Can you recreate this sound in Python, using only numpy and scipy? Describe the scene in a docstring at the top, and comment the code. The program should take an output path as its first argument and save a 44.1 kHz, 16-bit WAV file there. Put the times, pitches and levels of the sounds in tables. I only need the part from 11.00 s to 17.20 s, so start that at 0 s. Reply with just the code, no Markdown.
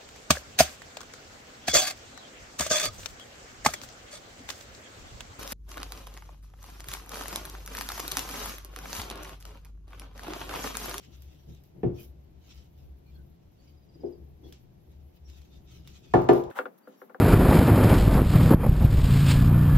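"""Wet dough squelches and fizzes in the air of a quiet room: it is kneaded by hand in a ceramic bowl on a table.
Pushes boom and rub as shaped noise; peeling is clustered snaps through resonances; pockets tick and ring.
The bowl thumps down twice and a glass gives two loud knocks, as decaying modes of the wooden table with a noise
wash. Wet skin squeaks and water trickles once as narrow noise; a bird twitters very faintly as gliding sines. At
last the bowl's foot slides and rattles, the background thins and faint held sines sound, perhaps the glass."""
import sys
import numpy as np
from scipy import signal
from scipy.fft import rfft, irfft, next_fast_len
from scipy.io import wavfile
from scipy.ndimage import uniform_filter1d, map_coordinates

SR = 44100
rng = np.random.default_rng(int(sys.argv[2]) if len(sys.argv) > 2 else 0)


def wav_record(signal):
    """Record a signal, one row per channel, as 16-bit PCM in the file named by sys.argv[1]."""
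    frames = np.transpose(np.atleast_2d(signal))
    bounded = np.clip(frames, -1, 1)
    # unit amplitude maps onto the largest positive 16-bit level
    quanta = np.round(bounded * 32767).astype(np.int16)
    wavfile.write(sys.argv[1], SR, quanta)


N = 273420
TIME = np.arange(N) / SR
BAND_EDGES_HZ = np.geomspace(22, 17500, 30)


def from_db(db):
    """Level law: decibels to amplitude gain."""
    return 10 ** (np.asarray(db) / 20)


def rms_one(x):
    """Normalisation: scale to unit mean power."""
    return x / np.sqrt(np.mean(x ** 2) + 1e-20)


def at_hz(points, hz, axis=1):
    """Logarithmic pitch scale: read one column of a table along log frequency."""
    points = np.array(points, float)
    return np.interp(np.log(hz), np.log(points[:, 0]), points[:, axis])


def panned(x, left_db):
    """Level-difference stereo: tip the balance to the left."""
    return x * from_db(np.array([[left_db], [-left_db]]) / 2)


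def add(out, s, sound):
    """Superposition: mix a sound in at a time."""
    start = int(s * SR)
    out[:, start:start + sound.shape[1]] += sound[:, :N - start]


def drift(rate):
    """Slow random modulation: smooth wavering of spread 1 through rate knots per second."""
    knots = rng.standard_normal(4096)
    return map_coordinates(knots, [TIME * rate], order=2, mode="wrap")


# likeness of the two channels: hz, correlation (-1 to 1)
LIKENESS = [(60, 0.99), (150, 0.8), (300, 0.42), (640, -0.44), (1400, 0.029), (3000, 0.1), (7000, -0.39),
            (10000, -0.93), (12000, 0.63), (14000, 0.92)]


def likeness(hz):
    """Interchannel coherence: correlation of left and right at a frequency."""
    return np.clip(at_hz(LIKENESS, hz), -.99, .99)


def noise_bands(size):
    """Band analysis: third-octave stereo noise with the tabulated correlation in each band."""
    run_in = SR // 4
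    white = rng.standard_normal((2, 2, size + run_in))
    centres_hz = np.sqrt(BAND_EDGES_HZ[1:] * BAND_EDGES_HZ[:-1])
    for k, hz in enumerate(centres_hz):
        band = signal.butter(2, BAND_EDGES_HZ[k:k + 2], "band", fs=SR, output="sos")
        mid, side = signal.sosfilt(band, white[k % 2])[:, run_in:]
        alike = likeness(hz)
        yield hz, np.sqrt(1 + alike) * mid + np.sqrt(1 - alike) * side * [[1], [-1]]


def coloured(pair, spectrum):
    """Spectral shaping: two unrelated signals become stereo with the given spectrum; rms 1."""
    length = pair.shape[1]
    size = next_fast_len(length)
    hz = np.maximum(np.fft.rfftfreq(size, 1 / SR), 1)
    alike = likeness(hz)
    beyond = 1 / (1 + (hz / (2 * spectrum[-1][0])) ** 2)   # fall above the last tabulated frequency
    gain = from_db(at_hz(spectrum, hz)) * beyond * np.sqrt([1 + alike, 1 - alike])
    mid, side = irfft(rfft(pair, size) * gain, size)[:, :length]
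    return rms_one(np.array([mid + side, mid - side]))


def noise(spectrum):
    """Stationary random sound: steady stereo noise."""
    return coloured(rng.standard_normal((2, N)), spectrum)


def evened(x, span_s):
    """Envelope flattening: take out slow swells, so that the hand alone shapes the sound."""
    power = uniform_filter1d(np.mean(x ** 2, axis=0), int(span_s * SR))
    return x / np.sqrt(power + 1e-9)


def swells(events, rise, roundness):
    """Amplitude envelope: gain rises to a peak and dies away, halved at the ends of its length.

    rise is the share of the length spent rising; roundness runs from 1 (pointed) to 2 (bell-shaped).
    Overlapping movements add in power; there is one curve per level column."""
    power = 0
    for peak_s, length_s, *levels_db in events:
        away = np.maximum((peak_s - TIME) / rise, (TIME - peak_s) / (1 - rise)) / length_s
        bump = .5 ** np.minimum(away ** roundness, 20)
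        power = power + np.outer(from_db(levels_db), bump) ** 2
    return np.sqrt(power)


def with_fingers(gain, fingers_db):
    """Power addition: the restless fingers waver in level beneath the larger movements."""
    waver_db = 2.5 * drift(18)
    return np.hypot(gain, from_db(fingers_db + waver_db))


def crackle(spectrum, per_s, spread_db, clump_db, wet_db, patchy_db):
    """Random impulses and resonance: clumped snaps ring in hollows that open and close; the room smears them."""
    chance = per_s * from_db(clump_db * drift(60)) / SR
    born = rng.random((2, N)) < chance
    sizes = from_db(spread_db * np.minimum(rng.exponential(1, (2, N)), 4))
    snaps = born * rng.choice([-1, 1], (2, N)) * sizes
    echo = rng.standard_normal((2, SR // 3)) * from_db(-60 * TIME[:SR // 3] / 0.1)
    smeared = signal.fftconvolve(snaps, echo, axes=1)[:, :N]
    grains = rms_one(snaps) + from_db(wet_db) * rms_one(smeared)
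    hollows = 0
    for k, hz in enumerate(np.geomspace(400, 19500, 30)):
        opening = (-1) ** k * from_db(patchy_db * drift(22))
        hollows = hollows + opening * signal.lfilter(*signal.iirpeak(hz, 11, fs=SR), grains)
    return evened(coloured(hollows, spectrum), span_s=0.13)


# spectrum of the quiet room's air: hz, density_db per Hz (relative)
AIR = [(15, -28.5), (25, -16), (65, 2), (130, -5.5), (300, -16), (700, -16), (1300, -30), (3000, -33),
       (6000, -38), (15000, -51.5)]


def quiet_air():
    """Stationary noise: the steady, deep background."""
    return panned(from_db(-61) * noise(AIR), left_db=0.5)


# wet dough peels from fingers and glaze: peak_s, length_s, squelch_db, fizz_db
PEELS = [(0.01, .11, -60, -77), (0.15, 0.085, -62.5, -74), (0.23, 0.045, -76, -65.5),
         (0.33, 0.15, -67, -78), (0.52, 0.13, -67, -75), (1.0, 0.058, -57.5, -61.5),
         (1.04, 0.059, -67, -59.5), (1.53, 0.14, -59, -73.5), (1.81, 0.1, -72.5, -77),
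         (2.14, 0.12, -76, -78.5), (2.67, 0.13, -71, -87), (3.02, 0.25, -77, -97),
         (3.49, 0.098, -67, -72.5), (3.92, 0.043, -72.5, -82), (4.16, 0.036, -69.5, -74),
         (4.3, 0.051, -63, -83), (4.38, 0.13, -64, -75), (4.55, 0.086, -67, -82), (4.74, 0.11, -60, -72.5),
         (4.9, 0.1, -62, -74), (4.97, 0.054, -61, -83), (5.09, 0.22, -63.5, -81), (5.23, 0.032, -69, -70),
         (5.36, .07, -58.5, -58.5), (5.785, 0.013, -71, -65.5), (5.88, .03, -72.5, -73),
         (5.93, 0.082, -72, -83), (6.02, .07, -75, -68)]
# spectra of the squelch and of the fine fizz: hz, density_db per Hz (relative)
SQUELCH = [(500, -18), (1100, -7), (1900, -7), (2500, 0), (3600, 0), (4400, -3), (5600, -1), (7200, -7),
           (10000, -19), (15000, -36)]
FIZZ = [(3000, -40), (8000, -16), (11000, -1), (14000, 0), (15500, -3), (17000, -20)]


def sticky_dough():
    """Granular emission: wet dough squelches and fizzes in countless snaps as it peels away."""
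    tearing, fizzing = swells(PEELS, rise=0.47, roundness=1.65)
    wet_snaps = crackle(SQUELCH, per_s=3000, spread_db=2.5, clump_db=4.0, wet_db=-5.5, patchy_db=2.0)
    fine_snaps = crackle(FIZZ, per_s=2800, spread_db=4.5, clump_db=4.5, wet_db=3.0, patchy_db=1.5)
    squelch = with_fingers(tearing, fingers_db=-85) * wet_snaps
    fizz = with_fingers(fizzing, fingers_db=-82) * fine_snaps
    return panned(squelch + fizz, left_db=-0.2)


# air pockets bursting in the dough: start_s, level_db, pitch_hz
POPS = [(0.048, -59, 2740), (0.221, -54, 12700), (0.549, -61.5, 6100), (0.637, -60.5, 13400),
        (1.031, -55.5, 13600), (3.525, -48, 3360), (4.299, -57.5, 5060), (4.418, -60.5, 4200),
        (4.875, -47, 3660), (5.218, -54, 14000), (5.241, -58, 13800), (5.334, -45.5, 12800),
        (5.438, -54, 3520)]
# spectrum of the tick: hz, density_db per Hz (relative)
POP = [(500, -11), (1800, 2.5), (3200, -17), (5000, 2.5), (9000, -0.5), (15000, -5.5)]


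def air_pockets(snap_s, tail_db, tail_s, ring_db, ring_s):
    """Cavity resonance: a bursting pocket gives a sharp tick, a brief ring and a faint, duller tail."""
    out, t = np.zeros((2, N)), TIME[:SR // 4]
    for start_s, level_db, pitch_hz in POPS:
        tick = np.exp(-t / snap_s) * coloured(rng.standard_normal((2, len(t))), POP)
        tail_noise = coloured(rng.standard_normal((2, len(t))), SQUELCH)
        tail = from_db(tail_db) * np.exp(-t / tail_s) * tail_noise
        ring = from_db(ring_db) * np.exp(-t / ring_s) * np.sin(2 * np.pi * pitch_hz * t)
        add(out, start_s, from_db(level_db) * (tick + ring + tail))
    return out


# the lump of dough shifts in the bowl: peak_s, length_s, thud_db, rub_db
SHOVES = [(0.085, 0.054, -55, -59.5), (0.5, 0.063, -45.5, -56.5), (0.785, 0.087, -49, -54),
          (2.2, 0.15, -54, -65), (2.96, 0.027, -54.5, -53.5), (3.01, 0.035, -56, -50),
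          (3.2, 0.1, -56.5, -60.5), (3.46, 0.091, -55.5, -50.5), (3.65, .14, -57, -71),
          (4.57, 0.28, -60, -65), (4.78, 0.19, -54, -63.5), (5.06, 0.36, -60, -64)]
# the arm leans on the bowl and the table booms: peak_s, length_s, level_db
PUSHES = [(0.23, 0.22, -48), (0.53, 0.12, -47), (1.06, 0.33, -47.5), (1.38, 0.4, -55.5),
          (1.59, 0.066, -47.5), (1.88, 0.21, -45.5), (2.18, 0.11, -45), (2.28, 0.12, -52.5),
          (2.46, 0.089, -55), (2.74, 0.21, -54.5), (3.07, 0.19, -53.5), (3.27, 0.12, -45.5),
          (3.47, 0.21, -50.5), (3.99, 0.26, -50), (4.29, 0.12, -46), (4.41, .07, -49.5), (4.6, 0.16, -53),
          (4.85, 0.25, -51.5), (5.15, 0.12, -47.5), (5.46, .06, -53.5)]
# spectra of the table's boom, the dough's thud and its rubbing: hz, density_db per Hz (relative)
BOOM = [(15, -50), (25, -33.5), (45, -8.5), (57, -11), (69, 11.5), (85, -10.5), (120, -38), (250, -67.5)]
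THUD = [(60, -5.5), (100, -6.5), (130, 7), (190, -2.5), (270, -19.5), (600, -55.5)]
RUB = [(130, -14.5), (230, 0), (340, 6.5), (500, -6.5), (750, -10.5), (1200, -34.5), (2200, -30.5),
       (5000, -65.5)]


def pushing():
    """Forced vibration and friction: pushes make the table boom while the dough thuds and rubs in the bowl."""
    lean, = swells(PUSHES, rise=0.49, roundness=1.7)
    weight, friction = swells(SHOVES, rise=0.38, roundness=1.7)
    # every push also thuds and rubs, at these levels relative to its boom
    weight = np.hypot(weight, lean * from_db(-18.5))
    friction = np.hypot(friction, lean * from_db(-22))
    boom = lean * evened(noise(BOOM), span_s=0.13)
    thud = with_fingers(weight, fingers_db=-61) * evened(noise(THUD), span_s=0.027)
    rub = with_fingers(friction, fingers_db=-67.5) * evened(noise(RUB), span_s=0.046)
    return panned(boom + thud + rub, left_db=3.5)


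def strike(blow, modes, wash, wash_db, crack_db, crack_s, build_cycles, travel_s, scatter_db, skew, steepness):
    """Modal impact: modes swell and ring, a short crack leads, and a dense wash follows."""
    _, level_db, bass_db, middle_db, tilt_db, contact_hz, ring, left_db = blow
    t = TIME[:SR * 3 // 4]

    def drive(hz):
        """Excitation spectrum: strength and age of the motion at one pitch."""
        weight_db = bass_db / (1 + (hz / 240) ** 4)
        # the spot that is hit favours or starves the middle modes
        spot_db = middle_db * np.exp(-np.log2(hz / 1000) ** 2)
        tilt = from_db(tilt_db * np.log2(max(hz / 400, 1)))
        hardness = tilt / np.sqrt(1 + (hz / contact_hz) ** steepness)
        # low bending waves cross the board more slowly
        age = np.maximum(t - travel_s / (1 + (hz / 700) ** 2), 0)
        build_up = 1 - np.exp(-age * hz / build_cycles)
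        return from_db(level_db + weight_db + spot_db) * hardness * build_up, age

    body, tail = 0, 0
    for k, (hz, mode_db, t60, side_db) in enumerate(modes):
        force, age = drive(hz)
        # the less alike the channels are at this pitch, the further apart their phases
        phase_gap = np.arccos(np.clip(at_hz(LIKENESS, hz), -1, 1))
        apart = skew * (-1) ** (k // 2) * phase_gap * np.array([[.5], [-.5]])
        wave = np.sin(2 * np.pi * hz * age + apart + rng.uniform(0, 2 * np.pi))
        decay_db = mode_db + rng.normal(0, scatter_db) - 60 * age / (t60 * ring)
        body = body + panned(force * from_db(decay_db) * wave, side_db)
    for hz, band in noise_bands(len(t)):
        force, age = drive(hz)
        decay = from_db(-60 * age / (at_hz(wash, hz, axis=2) * ring))
        crack = from_db(crack_db) * np.exp(-age / crack_s) * hz / (hz + 1200)
        tail = tail + band * force * from_db(at_hz(wash, hz) + wash_db) * (decay + crack)
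    return panned(body + tail, left_db)


# blows on the table top: start_s, level_db, bass_db, middle_db, treble_tilt_db per octave,
# contact_cutoff_hz, ring_factor (multiplies every t60_s), left_right_db
BLOWS = [(0.831, -25, 9.5, -12.5, -1.5, 2800, 0.82, 0.5), (3.032, -32.5, -8.5, 3, -17, 980, 0.88, 4.5),
         (5.137, -18, 3.5, 4, 0.5, 12000, 1, 1), (5.288, -13.5, -6.5, -1.5, 0.0, 12100, 0.96, 2.0)]
# modes of the table top with the bowl on it: pitch_hz, level_db, t60_s (at ring factor 1), left_right_db
TABLE_MODES = [(72.3, -28.5, 0.45, 8), (101.8, -10.5, 0.27, 5), (125.3, -7, 0.44, 0),
               (140.7, -11.5, 0.36, 5), (179.4, -9.5, .35, -7), (253, -4, 0.28, -0.5),
               (285.5, -5.5, 0.26, 4.5), (305, -7, .22, -9.5), (351.2, 2.5, 0.4, 7), (396, -2, 0.32, 9),
               (411.4, 0, 0.26, -8.5), (451.5, -10, 0.43, -4.5), (447, -5.5, 0.15, -2.5),
               (508, -7.5, 0.29, -9), (565, -11.5, 0.22, -8), (611, -20, 0.45, 5), (658, -3.5, 0.27, 0),
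               (742, 0.5, 0.21, -6.5), (773, -10.5, 0.11, -13.5), (835, -10, 0.18, 11),
               (912, -7.5, 0.11, 10.5), (992, -23, 0.46, 15.5), (1119, -25.5, 0.36, 14),
               (1194, -19, 0.36, -4.5), (1407, -20.5, 0.26, 5), (1520, -33, 0.33, -3.5),
               (1756, -14.5, 0.11, -6.5), (2140, -36, .2, -6.5), (2970, -40.5, .16, -12.5)]
# the dense wash that follows a blow: hz, density_db per Hz (relative), t60_s (at ring factor 1)
TABLE_WASH = [(40, -13, 0.63), (110, -3, 0.58), (214, -11.5, 0.72), (406, 1, 0.53), (573, -10.5, 0.83),
              (800, -6, 0.61), (1470, -21, 0.36), (2520, -29, 0.33), (4770, -42, 0.46), (8700, -49, 0.41),
              (15000, -57, 0.59)]


def table_knocks():
    """Plate vibration: the bowl, then the glass, excites the modes of the table top."""
    out = np.zeros((2, N))
    for blow in BLOWS:
        knock = strike(blow, TABLE_MODES, TABLE_WASH, wash_db=10.5, crack_db=9, crack_s=0.0061,
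                       build_cycles=0.96, travel_s=0.003, scatter_db=1.0, skew=0.58, steepness=11)
        add(out, blow[0], knock)
    return out


# faint short rough tones: wet skin squeaks, and water trickles from the glass at 4.27 s:
# centre_s, pitch_hz, length_s, level_db
ROUGH_TONES = [(0.958, 5500, 0.045, -67), (1.002, 2480, 0.065, -59.5), (2.087, 4300, 0.089, -75),
               (2.087, 2370, 0.097, -73), (2.158, 4300, 0.046, -70), (2.161, 3360, 0.077, -73),
               (2.188, 1540, 0.11, -72.5), (2.612, 4530, 0.089, -74), (3.461, 3360, .08, -65),
               (3.47, 4300, 0.072, -75), (4.27, 5600, 0.07, -64.5), (4.546, 3600, 0.14, -69)]


def squeaks_and_trickle(width_hz):
    """Narrow-band noise: short rough tones for squeaking wet skin and one trickle of water."""
    out = np.zeros((2, N))
    for centre_s, pitch_hz, length_s, level_db in ROUGH_TONES:
        size = int(length_s * SR)
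        edges_hz = [pitch_hz - width_hz / 2, pitch_hz + width_hz / 2]
        band = signal.butter(2, edges_hz, "band", fs=SR, output="sos")
        tone = rms_one(signal.sosfilt(band, rng.standard_normal((2, SR // 4)))[:, -size:])
        add(out, centre_s - length_s / 2, from_db(level_db) * np.hanning(size) * tone)
    return out


def add_note(out, centre_s, pitch_hz, length_s, level_db, fall):
    """Frequency modulation: a sine swells, fades and falls by a share of its pitch."""
    t = TIME[:int(length_s * SR)]
    glide_hz = pitch_hz * (1 + fall * (.5 - t / length_s))
    note = np.hanning(len(t)) * np.sin(2 * np.pi * np.cumsum(glide_hz) / SR)
    add(out, centre_s - length_s / 2, from_db(level_db) * np.array([note, note]))


def echoed(x, echo_db):
    """Reverberation: convolution with decaying noise blurs a sound."""
    echo = rng.standard_normal((2, SR // 3)) * from_db(-60 * TIME[:SR // 3] / 0.25)
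    blurred = signal.fftconvolve(x, echo / np.linalg.norm(echo[0]), axes=1)[:, :N]
    return x + from_db(echo_db) * blurred


# a far bird's quick series of chirps: centre_s, pitch_hz, level_db
CHIRPS = [(2.68, 4780, -68), (2.777, 4910, -74), (2.83, 4880, -77), (2.895, 4860, -71), (2.948, 4890, -66),
          (3.01, 4930, -67), (3.064, 4980, -68), (3.13, 4850, -68.5)]


def bird(echo_db):
    """Frequency modulation and reverberation: short falling chirps, blurred by distance."""
    out = np.zeros((2, N))
    for centre_s, pitch_hz, level_db in CHIRPS:
        fall = .13 * (1 + 0.44 * rng.standard_normal())   # share of its pitch
        add_note(out, centre_s, pitch_hz, 0.024, level_db, fall)
    return echoed(out, echo_db)


# the bowl slides before it taps, as points of a level curve: time_s, level_db
SLIDE = [(5.50, -51), (5.515, -56), (5.548, -57.5), (5.558, -44), (5.585, -37), (5.60, -66), (5.64, -90)]
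# spectrum of the sliding: hz, density_db per Hz (relative)
SCRAPE = [(50, -60), (120, -32), (300, -13), (520, -0.5), (900, 0), (1450, -1.5), (2200, -13), (3400, -18),
          (5000, -28), (8000, -21.5), (15000, -26)]
# the bowl's foot taps the table: start_s, level_db, bass_db, middle_db, treble_tilt_db per octave,
# contact_cutoff_hz, ring_factor (multiplies every t60_s), left_right_db
RATTLES = [(5.511, -62.5, -1, 0, 8, 5030, 0.43, 2), (5.588, -26.5, 0, 0, 1, 8050, 0.9, 1.2),
           (5.655, -31.5, 2.5, 1, -2, 3970, 0.7, 2.5), (5.872, -39, 14.5, 0.21, -8, 2200, 1.03, 2.2),
           (6.016, -39.5, 7, 0.35, -4, 2280, 0.82, 3.2), (6.096, -40, -7, 0.1, -5, 2180, 0.68, 3),
           (6.145, -35, -15, 0.27, -5, 2050, 0.66, 3.5)]
# modes of the bowl held by its rim: pitch_hz, level_db, t60_s (at ring factor 1), left_right_db
BOWL_MODES = [(281, -15.5, 0.135, 0), (389, -11.5, 0.16, -1.5), (505.6, 3, 0.1, 0),
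              (590, -12.5, 0.071, 1.5), (760, -9, 0.087, 4.5), (1153, 5, 0.015, 7.5),
              (1407, 1.5, 0.051, 3.5), (1604, 2, 0.022, -8), (1660, -2.5, 0.016, -2.5),
              (2030, -32, 0.041, 1), (2700, -25, 0.11, -15), (3420, -13.5, 0.02, 2)]
# the wash that follows a tap: hz, density_db per Hz (relative), t60_s (at ring factor 1)
BOWL_WASH = [(50.2, -59, .2), (112.7, -36, .2), (246, -7.5, 0.36), (520, -2.5, 0.35), (900, 2, 0.12),
             (1455, 3.5, 0.14), (2360, -15.5, 0.1), (3430, -28, 0.18), (5440, -44, 0.18),
             (15000, -20.5, 0.44)]


def bowl_rattle():
    """Damped modes: the bowl's foot slides and taps, damped by the hand on the rim, without deep bass."""
    slide_s, slide_db = np.transpose(SLIDE)
    scrape = crackle(SCRAPE, per_s=1600, spread_db=1.5, clump_db=2.0, wet_db=-5.0, patchy_db=0.0)
    slide = from_db(np.interp(TIME, slide_s, slide_db)) * scrape
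    out = panned(slide, left_db=2.0) * (TIME > slide_s[0]) * (TIME < slide_s[-1])
    for blow in RATTLES:
        tap = strike(blow, BOWL_MODES, BOWL_WASH, wash_db=4.5, crack_db=13, crack_s=0.0008,
                     build_cycles=1.0, travel_s=0.00387, scatter_db=3.0, skew=0.11, steepness=8.8)
        add(out, blow[0], tap)
    low_cut = signal.butter(2, 160, "high", fs=SR, output="sos")
    return signal.sosfilt(low_cut, out)


# spectrum of the thinner background: hz, density_db per Hz (relative)
THIN_AIR = [(60, -38), (115, -19.5), (210, 5), (350, -5.5), (700, -7), (1400, -14), (2700, -26),
            (5000, -34.5), (15000, -31)]


def thin_air():
    """Stationary noise: the background that is left when the deep sounds stop."""
    return panned(from_db(-61.0) * noise(THIN_AIR), left_db=3.0)


# thin held notes, perhaps the glass ringing faintly: centre_s, pitch_hz, length_s, level_db
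HELD_NOTES = [(5.84, 4660, 0.041, -73), (5.982, 5620, 0.037, -73), (5.986, 4660, 0.1, -85)]


def held_notes(echo_db):
    """Pure tones and reverberation: thin notes of steady pitch, perhaps the glass ringing faintly."""
    out = np.zeros((2, N))
    for held_note in HELD_NOTES:
        add_note(out, *held_note, fall=0)
    return echoed(out, echo_db)


def scene():
    """Superposition: all sources add; the deep ones stop abruptly and leave a thinner background."""
    bass_ends_s, fade_s = 5.515, .008
    deep = np.clip((bass_ends_s - TIME) / fade_s + .5, 0, 1)
    pockets = air_pockets(snap_s=0.003, tail_db=-10.0, tail_s=0.04, ring_db=6, ring_s=0.0014)
    wet_sounds = sticky_dough() + pockets + squeaks_and_trickle(width_hz=120)
    background = deep * (table_knocks() + pushing() + quiet_air()) + (1 - deep) * thin_air()
    return background + wet_sounds + bowl_rattle() + bird(echo_db=2.5) + held_notes(echo_db=2.5)


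def record(dry):
    """Saturation and low-pass filtering: the highest peaks are rounded and the top is cut."""
    rounded = 1.3 * np.tanh(dry / 1.3)
    top_cut = signal.ellip(10, .2, 80, 15900, fs=SR, output="sos")   # cut-off in Hz
    return signal.sosfilt(top_cut, rounded)


dry = scene()
out = record(dry)
wav_record(out)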